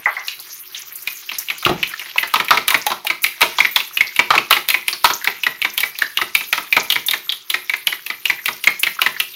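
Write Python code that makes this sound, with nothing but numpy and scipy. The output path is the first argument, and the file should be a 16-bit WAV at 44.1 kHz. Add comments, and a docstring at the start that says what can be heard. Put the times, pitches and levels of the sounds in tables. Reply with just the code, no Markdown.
"""Whisking egg and milk with a fork

A fork beats egg and milk in a plastic bowl, five to six strokes a second, close to the microphone.
Each plop is a ringing air pocket with bursts of coloured noise for thud, slap, splash and spray.
Tines cut the liquid or strike the wall, then the hollow gulps shut; froth and swirl are clumped pops.
A dull knock comes before the strokes; the kitchen rings briefly and the loudest plops overload."""
import sys
import numpy as np
from scipy import signal
from scipy.fft import rfft, irfft
from scipy.io import wavfile
from scipy.ndimage import uniform_filter1d

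SR = 44100
rng = np.random.default_rng(int(sys.argv[2]) if len(sys.argv) > 2 else 0)


def wav_out(sig):
    """Save sig, one row per channel (or a flat mono array), as 16-bit PCM at SR to the path in sys.argv[1]."""
    wavfile.write(sys.argv[1], SR, np.round(np.clip(np.atleast_2d(sig).T, -1, 1) * 32767).astype(np.int16))


N = 412335  # length [samples]


def amp(db):
    """Decibels to gain."""
    return 10 ** (np.asarray(db) / 20)


def evened(x):
    """Scales to rms 1."""
    return x / np.sqrt(np.mean(x ** 2) + 1e-20)


def unit_blow(x):
    """Scales a short sound to the energy of 10 ms at rms 1."""
    return x / np.sqrt(np.sum(x ** 2) / (SR / 100) + 1e-20)


def read(points, hz):
    """Reads a table on a log-frequency axis."""
    f, value = np.transpose(points)
    return np.interp(np.log(hz + 1), np.log(f + 1), value)


def add(mix, s, sound):
    """Adds a sound into the mix at time s [s]."""
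    part = mix[max(round(s * SR), 0):][:len(sound)]
    part += sound[:len(part)]


def coloured(x, spectrum):
    """Filters x by a table of (frequency [Hz], gain [dB])."""
    hz = np.fft.rfftfreq(len(x), 1 / SR)
    return irfft(rfft(x) * amp(read(spectrum, hz)), len(x))


def seconds(size):
    """Time axis [s] of a sound of the given number of samples."""
    return np.arange(size) / SR


def burst(spectrum, rise, decay, grain_db):
    """A short rush of coloured noise in uneven grains; rise and decay are time constants [s]."""
    t = seconds(size=6144)
    grains = amp(grain_db * evened(uniform_filter1d(rng.standard_normal(len(t)), size=30)))
    rush = coloured(rng.standard_normal(len(t)) * grains, spectrum)
    return unit_blow(rush * (1 - np.exp(-t / rise)) * np.exp(-t / decay))


def pocket(hz, rise, cycles, drift, echo, reach, scatter):
    """An air pocket rings for a few cycles as it changes size; others follow from the other tines."""
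    t, out = seconds(size=1024), np.zeros(2048)
    later = rng.uniform(0.00145, reach, size=4)  # [s]
    for delay, size in [(0, 1), *zip(later, echo * np.exp(-later / reach))]:
        own_hz = hz * np.exp(scatter * rng.uniform(-0.94, 1) * delay / reach)
        age = own_hz * t / cycles
        pitch = own_hz * np.exp(drift * rng.uniform(-0.94, 1) * (np.tanh(age / 2) - .5))
        tone = np.sin(2 * np.pi * np.cumsum(pitch) / SR)
        add(out, delay, size * tone * (1 - np.exp(-t / rise)) * np.exp(-age))
    return unit_blow(out)


def crackle(level, spectrum, per_s, spread_db, clump_db):
    """Countless small bubbles burst in loose clumps under a slow level curve."""
    sizes = amp(spread_db * np.minimum(rng.exponential(1, N), 4))
    pops = rng.standard_normal(N) * (rng.random(N) < per_s / SR) * sizes
    hz, t, z = signal.stft(coloured(pops, spectrum), SR, nperseg=256)
    # each clump holds bubbles of like size, so it lights a patch of the spectrum
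    patches = uniform_filter1d(rng.standard_normal(z.shape), size=14, axis=0)
    clumps = evened(uniform_filter1d(patches, size=12, axis=1))
    fizz = signal.istft(z * amp(clump_db * clumps), SR)[1][:N]
    return evened(fizz) * amp(np.interp(seconds(N), *np.transpose(level)))


# cuts and strikes closer together than this belong to one stroke
STROKE_GAP_S = 0.11


def stroke_starts():
    """The time [s] at which the fork enters the liquid in each stroke."""
    times = np.sort([row[0] for row in CUTS + STRIKES])
    return times[np.diff(times, prepend=0) > STROKE_GAP_S]


def stroke_swell(depth_db, crest):
    """A gain that rises and falls once a stroke, highest at the share crest of the cycle."""
    starts = stroke_starts()
    cycle = np.interp(seconds(N), starts, np.arange(len(starts)))
    return amp(depth_db * np.cos(2 * np.pi * (cycle - crest)))


# slow level curve of the froth's fizz: (time [s], level [dB])
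FROTH = [(0.0, -36), (0.23, -39), (0.57, -32), (0.85, -35), (1.2, -31.5), (1.55, -33), (1.85, -36),
         (2.42, -35.5), (2.95, -48), (3.17, -50), (3.55, -28.5), (4.7, -42), (5.05, -30.5), (5.4, -35),
         (6.9, -31), (7.4, -37.5), (8.55, -33), (9.35, -34.5)]
# colour of the fizz: (frequency [Hz], gain [dB])
FIZZ = [(700, -34), (2200, -4), (4500, -1.5), (6500, -2.5), (8200, -16.5), (9200, -8.5), (11300, 0.5),
        (13500, 7), (15000, 1), (16000, -1.5)]


def froth():
    """Bursting froth bubbles fizz and swell a little with each stroke."""
    fizz = crackle(FROTH, FIZZ, per_s=6300, spread_db=-2.5, clump_db=6.0)
    return amp(0.5) * stroke_swell(depth_db=1.5, crest=0.2) * fizz


# slow level curve of the liquid swirling round the bowl: (time [s], level [dB])
SWIRL = [(0.0, -35.5), (0.25, -23), (0.6, -34), (1.9, -23), (3.15, -33), (3.62, -24), (3.9, -32),
         (4.3, -32.5), (6.9, -36), (7.45, -41), (9.35, -41)]
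# colour of the swirling liquid: (frequency [Hz], gain [dB])
SWIRL_COLOUR = [(300, -21.5), (1000, -6), (2200, 3.5), (3500, -4), (6000, -8.5), (9000, -28)]


def swirl():
    """Liquid swirls round the bowl as a sparser crackle, swelling later in each stroke."""
    wash = crackle(SWIRL, SWIRL_COLOUR, per_s=3300, spread_db=-2.5, clump_db=5.0)
    return amp(-10.5) * stroke_swell(depth_db=1.5, crest=0.34) * wash


# colour of the kitchen's still air: (frequency [Hz], gain [dB])
AIR = [(20, -34), (70, -14), (130, 9), (220, -7), (370, 12), (600, -16), (1200, 10), (3000, -22),
       (9000, -18)]


def air():
    """The still air of the kitchen is a steady bed of coloured noise."""
    return amp(-53) * evened(coloured(rng.standard_normal(N), AIR))


# a dull knock and two fainter repeats of it: (time [s], level [dB])
KNOCKS = [(0.058, -10.5), (.167, -22), (0.204, -31)]
# colour of the knock's clatter: (frequency [Hz], gain [dB])
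KNOCK_COLOUR = [(200, -32), (400, -19), (700, -3), (1000, 2), (1400, 3), (1700, 3), (2050, -2), (2350, -4),
                (2700, -20), (4000, -46)]
# a light, bright tap after the last of them
TAP_S, TAP_DB = 0.282, -17


def knocks():
    """Each soft blow is a brief ring, then a dull clatter; a light tap follows the last."""
    out = np.zeros(N)
    add(out, TAP_S, amp(TAP_DB) * burst(SPLASH, rise=0.00033, decay=0.0048, grain_db=-1.5))
    for s, db in KNOCKS:
        ring = pocket(hz=2030, rise=.005, cycles=4.5, drift=.04, echo=.6, reach=.005, scatter=.08)
        clatter = burst(KNOCK_COLOUR, rise=.004, decay=.018, grain_db=2)
        add(out, s, amp(db + 3) * ring)
        add(out, s + 0.0019, amp(db - 1) * clatter)
    return out


# single bubbles that pop between the plops: (time [s], pitch [Hz], level [dB])
BUBBLES = [(0.393, 4400, -37), (1.385, 6300, -25.5), (2.016, 2230, -30), (2.722, 1050, -21),
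           (2.816, 5500, -31), (4.071, 4670, -30), (5.136, 6000, -23), (5.215, 1820, -31),
           (5.953, 2390, -32.5), (6.188, 1250, -23.5), (6.799, 5900, -25), (9.165, 1840, -28)]
# sticky films of egg that snap with a fine sizzle: (time [s], level [dB])
SIZZLES = [(0.399, -26), (0.542, -30), (0.956, -20), (1.385, -13.5), (1.582, -26), (1.873, -26),
           (2.447, -25), (3.22, -23), (3.23, -14.5), (3.235, -22), (7.063, -13), (7.762, -27.5),
           (8.794, -15)]
# fainter sizzles at random times
FAINT_SIZZLES_PER_S, FAINT_SIZZLE_DB = 1.5, -25.5
# faint pitched blips at random times after the strokes: how many, how late at most, pitches, level
BLIPS_PER_STROKE, BLIP_LAG_S = 0.56, 0.091
BLIP_LOW_HZ, BLIP_HIGH_HZ, BLIP_DB = 1600, 6420, -31.5


def small_pops():
    """Single bubbles ring as air pockets, films sizzle as bright noise; random faint blips join in."""
    out, starts = np.zeros(N), stroke_starts()
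    for s, hz, db in BUBBLES:
        pop = pocket(hz, rise=0.0013, cycles=1.6, drift=0.3, echo=1.0, reach=0.012, scatter=0.41)
        add(out, s, amp(db + 4.5) * pop)
    for s, db in SIZZLES:
        add(out, s, amp(db) * burst(SPRAY, rise=0.00034, decay=0.01, grain_db=4.5))
    for s in rng.uniform(0, N / SR, round(FAINT_SIZZLES_PER_S * N / SR)):
        add(out, s, amp(FAINT_SIZZLE_DB) * burst(SPRAY, rise=.001, decay=0.0099, grain_db=-1.0))
    for stroke, lateness, pitch in rng.random((round(BLIPS_PER_STROKE * len(starts)), 3)):
        hz = np.interp(pitch, [0, 1], [BLIP_LOW_HZ, BLIP_HIGH_HZ])
        blip = pocket(hz, rise=0.001, cycles=6.7, drift=0.83, echo=0.78, reach=0.0059, scatter=0.15)
        s = starts[int(stroke * len(starts))] + BLIP_LAG_S * lateness
        add(out, s, amp(BLIP_DB) * blip)
    return out


# the tines cut into the liquid and open a stroke:
# (time [s], air pocket pitch [Hz], pocket level [dB], spray level [dB])
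CUTS = [(0.747, 3470, -23, -46), (1.074, 2450, -14.5, -23.5), (1.292, 2810, -18, -38),
        (1.486, 2850, -18.5, -38), (1.651, 2930, -8.5, -22), (1.83, 2620, -8, -26), (1.995, 2830, -21, -31),
        (2.182, 2560, -5.5, -22.5), (2.484, 2420, -15.5, -29), (3.069, 2610, -12.5, -20),
        (3.241, 2470, -8, -14), (3.263, 2550, -16, -24), (3.972, 2620, -9.5, -22.5),
        (4.162, 2630, -17, -22), (4.687, 3540, -11.5, -11), (4.702, 2670, -10, -13.5),
        (4.882, 2520, -10.5, -13.5), (5.244, 1920, -17.5, -19), (5.435, 2770, -11, -25),
        (5.618, 2690, -11, -25.5), (5.778, 2900, -13, -14.5), (5.785, 3400, -18, -29),
        (5.805, 2820, -18, -14.5), (5.988, 4100, -23.5, -20.5), (6.173, 2930, -8, -21),
        (6.351, 2330, -6, -12.5), (6.726, 2430, -6, -20), (6.902, 3520, -8, -16.5),
        (6.923, 3010, -10.5, -17), (7.085, 3580, -11, -20), (7.111, 3840, -15, -16),
        (7.294, 3500, -10.5, -37), (7.322, 3430, -16, -26), (7.501, 3160, -13.5, -17),
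        (7.696, 2370, -11, -26), (7.871, 3030, -8, -15), (8.064, 2780, -19.5, -25),
        (8.255, 2620, -9, -20.5), (8.458, 2540, -15, -16), (8.64, 2780, -15.5, -18.5),
        (8.833, 2690, -6, -15), (9.201, 2830, -9, -15.5)]
# in hard strokes the fork drives through to the bowl's wall:
# (time [s], air pocket pitch [Hz], pocket level [dB], slap on the wall level [dB], spray level [dB])
STRIKES = [(1.626, 1110, -31, -26.5, -31), (1.663, 1220, -12.5, -14, -29), (2.159, 940, -20.5, -32, -42),
           (2.339, 1126, -10, -14.5, -16.5), (2.507, 1150, -9, -2, -18), (2.681, 3350, -12, -17, -9),
           (2.705, 2200, -16, -16.5, -14), (2.866, 800, -12, -22.5, -14.5), (3.049, 825, -23, -56, -25),
           (3.408, 2370, -26, -17, -20), (3.416, 2420, -6.5, -8.5, -14.5), (3.585, 3460, -11.5, -11.5, -32),
           (3.761, 3620, -5.5, -14.5, -14), (4.305, 1240, -7, -4, -25), (4.337, 860, -15.5, -11, -49),
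           (4.508, 1270, -11, -7, -8.5), (4.527, 2850, -4, -15, -18.5), (5.044, 1170, -5.5, -6, -12.5),
           (5.054, 2830, -8.5, -13, -16.5), (6.528, 2340, -8.5, -15.5, -17.5), (8.99, 1440, -15, -34, -51),
           (9.017, 2700, -9, -16, -15)]
# the hollow behind the fork gulps shut, mostly some 40 ms after it enters:
# (time [s], air pocket pitch [Hz], pocket level [dB], thud of the base level [dB])
GULPS = [(1.316, 2490, -24, -37), (1.501, 2520, -13, -35), (1.693, 720, -18, -26), (1.938, 1660, -19, -61),
         (2.059, 1880, -34, -45.5), (2.23, 1970, -14, -29), (2.358, 2900, -11.5, -24),
         (2.4, 2180, -12.5, -22.5), (2.527, 1080, -30, -21), (2.545, 1210, -25, -23),
         (2.573, 2080, -8.5, -22.5), (2.744, 1940, -4.5, -20.5), (2.902, 3780, -26, -28),
         (2.917, 1020, -13.5, -27.5), (3.101, 2340, -9.5, -27), (3.427, 2500, -7.5, -18),
         (3.604, 2200, -2.5, -27), (3.649, 2270, -7, -30.5), (3.803, 2550, -14.5, -37.5),
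         (4.008, 2170, -3.5, -30.5), (4.192, 2250, -3, -19), (4.352, 2160, -15, -19),
         (4.379, 2350, -6, -22.5), (4.567, 2090, -12.5, -25), (4.743, 2250, -7, -28),
         (4.929, 4430, -16, -34.5), (5.102, 1150, -14.5, -23), (5.274, 2080, -7.5, -23),
         (5.466, 1900, -7, -26.5), (5.648, 2250, -10, -26.5), (5.833, 2210, -10.5, -30.5),
         (6.02, 1736, -5.5, -31), (6.215, 1960, -12, -24.5), (6.408, 2470, -22, -35),
         (6.578, 2100, -16, -26.5), (6.766, 2220, -6.5, -16), (6.958, 2040, -11.5, -27.5),
         (7.135, 2120, -11, -29), (7.542, 2090, -9.5, -29), (7.737, 2090, -10.5, -35),
         (7.925, 2080, -17, -34.5), (8.101, 2200, -17, -32.5), (8.299, 2110, -7.5, -28.5),
         (8.39, 1920, -25, -69), (8.482, 2110, -13, -25), (8.673, 2224, -1, -25), (8.868, 2140, -10, -31),
         (9.063, 2020, -7.5, -25.5)]
# make-up of each kind of plop: dB against the level that drives the part
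CUT_SPLASH_DB, CUT_SLAP_DB, CUT_THUD_DB = -5.5, -15, -22.5
STRIKE_SPLASH_DB, STRIKE_THUD_DB = -1.5, -19.5
GULP_SPLASH_DB, GULP_SPRAY_DB, GULP_SLAP_DB = -6.5, -15.5, 8
# a gulp's splash grows more slowly than its force [dB per dB]
GULP_SPLASH_GROWTH = 0.76


def plops():
    """Bright cuts, hard strikes, deep gulps: (s, Hz, dB of pocket, thud, slap, splash, spray)."""
    for s, hz, pocket_db, spray_db in CUTS:
        force_db = (pocket_db + spray_db) / 2
        thud_db, slap_db = force_db + CUT_THUD_DB, force_db + CUT_SLAP_DB
        yield s, hz, pocket_db, thud_db, slap_db, force_db + CUT_SPLASH_DB, spray_db
    for s, hz, pocket_db, slap_db, spray_db in STRIKES:
        force_db = np.mean([pocket_db, slap_db, spray_db])
        thud_db, splash_db = force_db + STRIKE_THUD_DB, force_db + STRIKE_SPLASH_DB
        yield s, hz, pocket_db, thud_db, slap_db, splash_db, spray_db
    for s, hz, pocket_db, thud_db in GULPS:
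        wet_db = GULP_SPLASH_GROWTH * (pocket_db + thud_db) / 2
        splash_db, spray_db = wet_db + GULP_SPLASH_DB, wet_db + GULP_SPRAY_DB
        yield s, hz, pocket_db, thud_db, thud_db + GULP_SLAP_DB, splash_db, spray_db


# colours of the parts of a plop, from base to treble: (frequency [Hz], gain [dB])
THUD = [(25, -15), (65, -7), (105, -5), (145, -8.5), (330, 6.5), (550, 0.5), (900, 2.5), (2000, -52)]
SLAP = [(250, -29), (550, -12), (900, 2), (1300, 3), (1900, -3.5), (3000, -15), (7000, -67)]
SPLASH = [(900, -42), (1800, 4.5), (2800, 6), (4000, 6), (5000, -2), (6700, -10), (9000, -19), (14000, -37)]
SPRAY = [(3000, -61), (6000, -1.5), (9000, -4), (11300, 9), (12500, 6), (14500, 12.5), (16000, 3.5)]


def whisking():
    """Each plop is a ringing air pocket with thud and slap of the bowl, splash and spray."""
    out = np.zeros(N)
    for s, hz, pocket_db, thud_db, slap_db, splash_db, spray_db in plops():
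        ring = pocket(hz, rise=0.0012, cycles=2.1, drift=0.16, echo=1.09, reach=.008, scatter=0.27)
        add(out, s - .0004, amp(pocket_db - 2.5) * ring)
        # the bowl's base and wall answer with a slower rise
        add(out, s, amp(thud_db - 5.5) * burst(THUD, rise=0.0039, decay=0.022, grain_db=1))
        add(out, s, amp(slap_db - 3.0) * burst(SLAP, rise=0.0021, decay=0.0087, grain_db=2.0))
        splash = burst(SPLASH, rise=0.00055, decay=0.0071, grain_db=1.5)
        add(out, s - .0003, amp(splash_db + 2.0) * splash)
        spray = burst(SPRAY, rise=0.00015, decay=0.0027, grain_db=3.5)
        add(out, s - .0003, amp(spray_db + 1.2) * spray)
        # the tines hiss through the surface just before it tears
        hiss = burst(FIZZ, rise=0.0044, decay=0.003, grain_db=0)
        add(out, s - .006, amp(spray_db - 16) * hiss)
        # the torn liquid sloshes shut and its fresh froth fizzes
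        slosh = burst(SWIRL_COLOUR, rise=0.0031, decay=0.022, grain_db=1)
        add(out, s + 0.0075, amp(splash_db - 17.5) * slosh)
        fresh_froth = burst(FIZZ, rise=0.0027, decay=0.04, grain_db=12.5)
        add(out, s + 0.0058, amp(spray_db - 13.5) * fresh_froth)
    return out


# resonances of the bowl with the liquid in it: (frequency [Hz], width [Hz], gain [dB])
BOWL = [(141, 16, 8), (173, 16, 8), (217, 20, 2), (366, 70, -4), (433, 24, -1), (650, 80, -5),
        (990, 110, -5), (1260, 120, -3), (2020, 140, -9), (2270, 160, -7), (3780, 220, -9)]


def bowl(x):
    """The bowl adds its resonances, a bank of parallel peaks, to the plops in it."""
    out = x.copy()
    for hz, width, db in BOWL:
        out += amp(db) * signal.lfilter(*signal.iirpeak(hz, hz / width, SR), x)
    return out


# colour of the tines scraping the wall: (frequency [Hz], gain [dB])
SCRAPE = [(800, -18), (2000, -10), (3500, 3.5), (6000, -2.5), (7500, -13.5), (10000, -11.5), (15000, -10)]
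# the hand takes up the fork
PICK_UP_S, PICK_UP_DB = 0.747, -27


def scrapes():
    """A rough, fading scrape of grainy noise: as the fork is taken up, then after each strike."""
    out = np.zeros(N)
    pick_up = burst(SPLASH, rise=0.0034, decay=0.036, grain_db=2)
    add(out, PICK_UP_S, amp(PICK_UP_DB) * pick_up)
    for s, _, pocket_db, slap_db, _ in STRIKES:
        scrape = burst(SCRAPE, rise=0.012, decay=0.026, grain_db=9)
        add(out, s + 0.0091, amp((pocket_db + slap_db) / 2 - 15) * scrape)
    return out


def trailing_ticks(per_s, lag, level_db, spread_db):
    """A random scatter of faint, short decaying sines trails each plop."""
    out, t = np.zeros(N), seconds(size=500)
    for s, *_, splash_db, _ in plops():
        for delay, pitch, strength in rng.random((rng.poisson(per_s * lag), 3)):
            cycles = np.interp(pitch, [0, 1], [1200, 6500]) * t  # pitch range [Hz]
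            tick = np.sin(2 * np.pi * cycles) * (1 - np.exp(-cycles)) * np.exp(-cycles / 2)
            tick_db = level_db + splash_db / 2 + spread_db * strength ** 2
            add(out, s + .01 + lag * delay ** 2, amp(tick_db) * tick)
    return out


# the fork shoves the bowl against the counter: (time [s], level [dB])
BUMPS = [(1.663, -16), (1.694, -13), (1.711, -17), (1.735, -33.5)]
# colour of the bump: (frequency [Hz], gain [dB])
BUMP_COLOUR = [(25, -28.5), (65, -14), (105, -26), (140, 12), (175, -7), (220, -10), (400, -2), (800, -11),
               (1300, -32), (2500, -58)]


def bumps():
    """The bowl's base thuds against the counter and booms on the bowl's two lowest resonances."""
    out, t = np.zeros(N), seconds(size=6000)
    boom = sum(np.sin(2 * np.pi * hz * t) * np.exp(-np.pi * width * t) for hz, width, _ in BOWL[:2])
    for s, db in BUMPS:
        add(out, s, amp(db - 6) * burst(BUMP_COLOUR, rise=.002, decay=0.018, grain_db=2.5))
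        add(out, s, amp(db - 4.5) * unit_blow(boom))
        add(out, s, amp(db + 1.0) * burst(THUD, rise=0.0016, decay=0.016, grain_db=2))
    return out


# ring of the kitchen: (frequency [Hz], time to fall 60 dB [s])
KITCHEN = [(100, 0.42), (500, 0.31), (1400, 0.3), (2500, 0.28), (5000, 0.34), (12000, 0.38)]


def kitchen(x, onset):
    """Dense reflections, each band dying at its own speed; they build up over onset [s]."""
    taps = rng.standard_normal(SR) * (rng.random(SR) < .15)
    hz, t, z = signal.stft(taps, SR, nperseg=256)
    decay = amp(-60 * t / read(KITCHEN, hz)[:, None])
    tail = signal.istft(z * decay, SR)[1]
    tail *= 1 - np.exp(-(seconds(len(tail)) / onset) ** 2)
    return signal.fftconvolve(x, tail / np.linalg.norm(tail))[:N]


def scene():
    """Whisking, froth and the knock in a small kitchen."""
    ticks = trailing_ticks(per_s=30, lag=0.17, level_db=-13.0, spread_db=5.0)
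    beaten = bowl(whisking()) + scrapes() + bumps() + small_pops() + ticks
    knock = knocks()
    sent = amp(-7.5) * beaten + amp(-4.0) * knock
    # two room tails trade places slowly, so the ring does not repeat from stroke to stroke
    turn = 2 * np.pi * 0.697 * seconds(N)
    room = sum(kitchen(sent * share, onset=0.005) for share in (np.cos(turn), np.sin(turn)))
    return (beaten + knock + froth() + swirl() + air() + room)[None]


# the microphone port has a notch in the treble: (frequency [Hz], gain [dB])
MICROPHONE = [(20, -5.5), (6800, -1.5), (7600, -3.5), (8250, -6.5), (8800, 1), (10000, -2), (16000, -6.5)]
EDGE_HZ = 15900  # upper band limit


def record(dry):
    """Microphone colour, overload on the loudest plops, and the band limit."""
    heard = coloured(dry[0], MICROPHONE)
    clipped = np.clip(heard, -1, 1)
    lowpass = signal.firwin(255, EDGE_HZ, window=("kaiser", 8), fs=SR)
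    return signal.oaconvolve(clipped, lowpass, "same")[None]


dry = scene()
out = record(dry)
wav_out(out)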